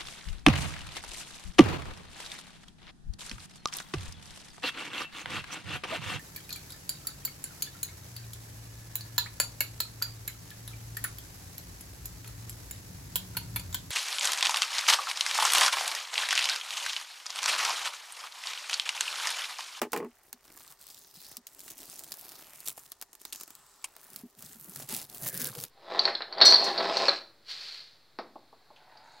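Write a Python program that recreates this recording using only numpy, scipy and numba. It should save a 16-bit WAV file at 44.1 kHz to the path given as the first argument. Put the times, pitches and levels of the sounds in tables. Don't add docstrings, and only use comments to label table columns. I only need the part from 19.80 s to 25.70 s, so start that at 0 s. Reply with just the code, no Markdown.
import sys
import numpy as np
from scipy import signal
from scipy.io import wavfile
from scipy.ndimage import uniform_filter1d
from numba import njit

SR = 44100
rng = np.random.default_rng(int(sys.argv[2]) if len(sys.argv) > 2 else 0)


def store_wav(level_fs):
    pcm = np.round(np.clip(np.atleast_2d(level_fs), -1, 1) * 32767)
    wavfile.write(sys.argv[1], SR, pcm.T.astype(np.int16))


N = 260190
T = np.arange(N) / SR


def undb(db):
    return 10 ** (np.asarray(db) / 20)


def unit(x):
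    return x / np.sqrt(np.mean(x ** 2))


@njit
def moving_bandpass(x, hz, width):
    y, b, l = np.empty(len(x)), 0., 0.
    for i in range(len(x)):
        g, k = np.tan(np.pi * hz[i] / SR), width / hz[i]
        v = (b + g * (x[i] - l)) / (1 + g * (g + k))
        b, l, y[i] = 2 * v - b, l + 2 * g * v, k * v
    return y


def band(hz, width):
    edges = np.clip([hz - width / 2, hz + width / 2], 10, .45 * SR)
    sos = signal.butter(2, edges, "bandpass", fs=SR, output="sos")
    return unit(signal.sosfilt(sos, rng.standard_normal(N)))


def highpass(x, order, hz):
    return signal.sosfilt(signal.butter(order, hz, "highpass", fs=SR, output="sos"), x)


def spikes(s, size):
    return np.bincount(np.clip(np.asarray(s) * SR, 0, N - 1).astype(int), size, N)


def fade(x, t60):
    return signal.lfilter([1], [1, -np.exp(-np.log(1000) / (t60 * SR))], x)


def ring(x, hz, t60):
    pole = np.exp(2j * np.pi * hz / SR - np.log(1000) / (t60 * SR))
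    return signal.lfilter([1], [1, -pole], x).imag


def pair(envelope, hz, width, apart=0.1):
    side = apart + undb(-8.5) / (1 + (3600 / hz) ** 3)
    middle = band(hz, width)
    return envelope * (middle + side * band(hz, width) * np.array([[1], [-1]]))


def wander(points):
    return np.interp(T, np.linspace(0, T[-1], num=points), rng.standard_normal(size=points))


# (start [s], length [s], crackle level at the start [dB], swell over the tug [dB])
TUGS = [(0.356, 0.13, -73.5, 3), (0.636, 0.29, -64.5, 10), (1.008, 0.047, -54.5, -3),
        (1.091, 0.22, -52.5, -6), (1.348, 0.2, -51, -1), (1.683, 0.24, -62, 13.5), (1.976, 0.55, -51.5, -2),
        (2.545, 0.28, -54.5, 1), (2.857, 0.033, -48, 9.5), (2.976, 0.24, -51.5, -26),
        (3.411, 0.083, -61, 6), (3.533, 0.094, -53.5, 0), (3.673, 0.93, -58.5, -11),
        (4.185, 0.22, -62.5, 11.5), (4.589, .17, -52, -1.5), (4.789, 0.24, -57, 14),
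        (5.11, .12, -35.5, -8.5), (5.303, 0.066, -54, 8), (5.414, 0.075, -42.5, 4.5), (5.535, .14, -40, 4),
        (5.72, 0.12, -51, 7)]
TAKE_UP_DB_PER_S, LET_GO_DB_PER_S = 575, 477
REST_DB = -75


def hand():
    power = undb(2 * REST_DB)
    for start, length, db, swell_db in TUGS:
        held = db + swell_db * np.clip((T - start) / max(length, .001), 0, 1)
        before = np.maximum(start - T, 0)
        after = np.maximum(T - start - length, 0)
        slack = TAKE_UP_DB_PER_S * before + LET_GO_DB_PER_S * after
        power = power + undb(2 * (held - slack))
    return 10 * np.log10(power)


# (time [s], paper rustle offset [dB], centre of the hiss [Hz], weight of hiss power against slips [1])
COLOUR = [(.8, -23.5, 8500, 0.24), (1.12, -32.5, 7900, 0.77), (1.4, -30.5, 4240, 0.63),
          (1.75, -26.5, 8060, 0.55), (2.1, -30, 4560, 0.57), (2.46, -25, 13500, 0.8),
          (3.0, -30.5, 11300, 0.66), (3.399, -27, 5900, 0.19), (3.8, -32.5, 8000, 4.8),
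          (4.1, -23.5, 7550, 0.92), (4.6, -32.5, 13900, 0.82), (5.1, -25, 10600, 0.91),
          (5.9, -30, 9700, 0.21)]


def peeling_colour():
    s, *columns = np.transpose(COLOUR)
    return [np.interp(T, s, column) for column in columns]


# (centre [Hz], relative level [dB])
CRACKLE = [(3200, -6.5), (4600, 1), (6200, -1), (8200, 3), (10500, -6.5), (13000, 5.5), (15300, 0.5)]


def glue_crackle(hollow_hz, hiss):
    crackle = slips(220., 3.1, 4.5, hiss, 0.0055, CRACKLE)
    crackle = crackle + undb(-6.5) * hollow(hollow_hz, hiss)
    chance = rng.random((1700, 3)).T
    click_db = 12.5 - 5.2 * np.log(1 - .98 * chance[1])
    pan_db = 14 * (chance[2] - .5)
    return crackle + clicks(chance[0] * N / SR, click_db, pan_db) / (hiss + 1)


def slips(per_s, spread_db, colour_db, hiss, t60, bands):
    chance = rng.random((int(per_s * N / SR), 2)).T
    size_db = -spread_db * np.log(1 - .995 * chance[1])
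    tint = rng.standard_normal((len(bands), len(size_db)))
    out = 0
    for (hz, db), own in zip(bands, tint):
        releases = spikes(chance[0] * N / SR, undb(2 * (size_db + colour_db * own)))
        power = fade(releases, t60 / 2)
        power = power / (uniform_filter1d(power, 7000) + 1e-9)
        db = db + 4.36 * wander(40)
        envelope = np.sqrt((.5 * hiss + power) / (1 + 2 * hiss))
        out = out + undb(db) * pair(envelope, hz, 0.45 * hz)
    return unit(out)


def hollow(hz, hiss):
    def resonance():
        once = moving_bandpass(rng.standard_normal(N), hz, 1900.0)
        return unit(moving_bandpass(once, hz, 1900.0))
    mid, side = resonance(), resonance()
    return np.sqrt(hiss / (1 + hiss)) * (mid + .5 * side * np.array([[1], [-1]]))


def clicks(s, db, pan_db):
    sign, thin = rng.choice([-1, 1], len(s)), rng.random(len(s))
    out = 0
    for share, hz in ((1 - thin, 2200), (2.3 * thin, 7000)):
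        hits = np.array([spikes(s, share * sign * undb(db + side * pan_db / 2)) for side in (1, -1)])
        out = out + highpass(hits, 2, hz)
    return out


# (centre [Hz], relative level [dB])
PAPER = [(hz, 0) for hz in (328, 716, 1148, 1640, 2480)]
PAPER_FOLLOWS = 0.65


def paper_rustle(hiss):
    return slips(300., 2.3, 3.1, hiss, 0.0068, PAPER) + 0.33 * hiss * band(1170.0, 600.0)


# (time [s], pitch [Hz], level [dB])
STRIP = [(5.38, 1810, -79), (5.45, 1800, -58.5), (5.62, 1650, -46.5), (5.7, 1480, -52)]
# (time [s], pitch [Hz], level against the crackle [dB])
DRONE = [(5.1, 886, -19.5), (5.4, 676, -13), (5.52, 510, -15.5), (5.8, 475, -14)]


def strip_song(crackle_db):
    s, hz, db = np.transpose(STRIP)
    song = unit(moving_bandpass(rng.standard_normal(N), np.interp(T, s, hz), 200.0))
    song = song * undb(np.interp(T, s, db, right=-99))
    s, hz, db = np.transpose(DRONE)
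    drone = unit(moving_bandpass(rng.standard_normal(N), np.interp(T, s, hz), 83.0))
    drone = drone * undb(crackle_db + np.interp(T, s, db)) * (T > s[0])
    return (song + drone) * undb(2.9 * wander(300))


# (time [s], relative level [dB], low part against it [dB])
SNAPS = [(0.529, -23.5, -18), (.775, -34, -27), (0.91, -41, -28), (1.0678, -33, -26), (1.102, -34, -25),
         (1.515, -33.5, -15), (1.5693, -21, -26), (1.669, -26, -50), (1.793, -32, -26), (1.88, -30.5, -14),
         (2.1927, -26, -25), (2.243, -33, -34), (2.32, -20, -24), (2.34, -28.5, -23), (2.519, -31.5, -13),
         (2.669, -39, -14.5), (2.804, -31, -25), (2.8624, -26.5, -32), (2.8752, -21, -27),
         (2.9778, -34, -7), (3.1191, -26, -19.5), (3.214, -22.5, -26), (3.2242, -24, -16),
         (3.331, -33, -17), (3.352, -37, -17), (3.416, -35, -32), (3.4519, -22.5, -17), (3.5257, -22, -31),
         (3.5299, -22.5, -20.5), (3.5483, -30, -14), (3.559, -28, -29), (3.6, -33.5, -23),
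         (3.6104, -27, -13.5), (3.634, -28, -18.5), (3.678, -33.5, -12.5), (3.705, -31, -15.5),
         (3.752, -35.5, -21), (4.165, -33.5, -13), (4.361, -22, -26), (4.6239, -29.5, -17),
         (4.96, -23.5, -17.5), (5.0897, -25, -16), (5.107, -35, -25), (5.126, -24.5, -19),
         (5.165, -21, -31), (5.187, -29, -24), (5.299, -31, -26), (5.3469, -30, -24), (5.4641, -26, -6),
         (5.6723, -28, -32), (5.7517, -27.5, -19), (5.838, -21, -18.5)]


def glue_snaps():
    return snap(*np.transpose(SNAPS), 2.46, -4.5, 0.051)


def snap(s, db, low_db, colour_db, tail_db, tail_s):
    pan_db = 2 * rng.standard_normal(len(s))
    out = clicks(s + .0004, db + 6.5, pan_db)
    for bands, level_db, t60 in ((CRACKLE, db - 18.0, .005), (PAPER, db + low_db - 12.0, .012)):
        for hz, band_db in bands:
            own = level_db + band_db + colour_db * rng.standard_normal(len(s))
            lean_db = pan_db * min(hz / 8000, .5)
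            hits = np.array([spikes(s, undb(own + side * lean_db)) for side in (1, -1)])
            tail = undb(tail_db) / (1 + hz / 6000) * fade(hits, tail_s)
            shape = uniform_filter1d(fade(hits, t60) + tail, size=80)
            out = out + pair(shape, hz, 0.37 * hz)
    return out


# (time [s], bands of (centre [Hz], level [dB]), t60 [s])
TAP = (4.0415, [(950, -41), (2600, -33), (5200, -38.5), (8600, -30), (12500, -42)], 0.041)


def nail():
    s, bands, t60 = TAP
    shape = uniform_filter1d(fade(spikes([s], [1.]), t60), size=90, origin=44)
    return sum(undb(db) * pair(shape, hz, 0.35 * hz) for hz, db in bands)


# (time [s], relative bench blow [dB], tick against it [dB])
KNIFE = [(0.017, -20, 3), (0.049, -25.5, -31), (0.12, -29.5, 0.5), (.132, -21, 3), (0.163, -21.5, -8),
         (0.175, -24.5, -4.5), (0.202, -24.5, -31), (0.228, -25.5, -34), (0.247, -25, -23),
         (0.268, -29, -37)]
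# (pitch [Hz], relative level [dB], t60 [s])
BENCH = [(238.4, -5.5, 0.084), (325, -5.5, 0.073), (417, 2.5, 0.053), (448, 2, 0.055), (650, -14, 0.048),
         (852, 1.5, 0.045), (1054, 5, 0.033), (1245, 4.5, 0.022), (1970, 10, 0.013), (2360, 4, 0.028)]


def knife():
    s, db, tick_db = np.transpose(KNIFE)
    below_db = db - db.max()
    reach_hz = 2600 * undb(2.35 * below_db)
    rung = 0
    for hz, mode_db, t60 in BENCH:
        size = undb(db - 13.0 + 3.6 * rng.standard_normal(len(s))) / (1 + (hz / reach_hz) ** 2)
        blows = spikes(s, size * rng.choice([-1, 1], len(s)))
        moment = uniform_filter1d(blows, size=1000, origin=499, mode="constant")
        blows = blows + 80.0 / (1 + hz / 700) * moment * rng.standard_normal(N)
        rung = rung + undb(mode_db) * ring(blows, hz, t60)
    rung = highpass(rung, 3, 190)
    low_db = 2.5 + 4.6 * below_db - tick_db
    return rung + snap(s, db + tick_db, low_db, 1.0, -3.5, 0.091)


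# (centre [Hz], width [Hz], relative level [dB])
SHAKE = [(139.4, 46, -1.5), (229, 85, -2.5), (402.4, 67, -9.5)]
SHAKE_FOLLOWS = 0.84
WIDE_STRIP_S, NARROW_SHAKE_DB, WIDE_SHAKE_DB = 4.3, -29, -18.5


def bench_shake(crackle_db):
    shudder = 0
    for hz, width, mode_db in SHAKE:
        jolts = uniform_filter1d(spikes(rng.random(220) * N / SR, rng.random(220)), size=900)
        shudder = shudder + undb(mode_db) * pair(np.sqrt(0.17 + unit(jolts)), hz, width, 0.0077)
    offset_db = np.where(T < WIDE_STRIP_S, NARROW_SHAKE_DB, WIDE_SHAKE_DB)
    return unit(shudder) * undb(SHAKE_FOLLOWS * crackle_db + offset_db)


# (ratio to its pitch [1], relative level [dB])
THUMP_MODES = [(1, -1), (0.81, -10), (1.32, -17), (1.67, -14)]
THUMP_S = 0.045


def thump(s, db, hz):
    turn = np.clip((T - s) / THUMP_S, 0, 1)
    swell = undb(db) * np.sin(np.pi * turn ** 0.35)
    modes = 0
    for ratio, own_db in THUMP_MODES:
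        cycles = ratio * hz * (T - s) + rng.random()
        modes = modes + undb(own_db) * np.sin(2 * np.pi * cycles)
    return swell * modes


# (time [s], level [dB], pitch [Hz])
THUMPS = [(0.533, -56, 245), (1.366, -57.5, 171), (1.578, -53.5, 239), (4.435, -40.5, 243),
          (4.641, -51, 155.5), (4.753, -51.5, 224), (4.885, -48, 193), (4.967, -47.5, 143),
          (5.03, -48, 139), (5.121, -40, 240), (5.417, -41, 145), (5.546, -45, 178), (5.693, -46.5, 130),
          (5.762, -44.5, 483), (5.777, -42, 141)]


def part_thumps():
    return sum(thump(*row) for row in THUMPS)


# (frequency [Hz], relative level per Hz [dB])
SHOP = [(25, 22.5), (175, 3.5), (384, 1.5), (936, 17.5), (1230, -22), (2280, -7), (7110, 8), (16000, -68)]
SHOP_DB = -69
# (pitch [Hz], level [dB])
HUM = [(398.4, -78.5)]


def shop():
    hz, db = np.transpose(SHOP)
    air = 0
    for f in 30 * 2 ** (np.arange(19) / 2):
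        level = undb(np.interp(np.log(f), np.log(hz), db)) * np.sqrt(f)
        air = air + pair(level, f, 0.55 * f, min(f / 1500, .4))
    tone = sum(undb(d) * np.sin(2 * np.pi * f * T) for f, d in HUM)
    return unit(air) * undb(SHOP_DB) + tone


def scene():
    crackle_db = hand()
    paper_db, hollow_hz, hiss = peeling_colour()
    crackle = glue_crackle(hollow_hz, hiss) * undb(crackle_db)
    rustle = paper_rustle(hiss) * undb(PAPER_FOLLOWS * crackle_db + paper_db)
    tape = crackle + rustle + strip_song(crackle_db)
    bench = knife() + bench_shake(crackle_db) + part_thumps()
    return tape + glue_snaps() + nail() + bench + shop()


def record(dry):
    return signal.sosfilt(signal.ellip(10, .2, 70, 15900, fs=SR, output="sos"), dry)


dry = scene()
out = record(dry)
store_wav(out)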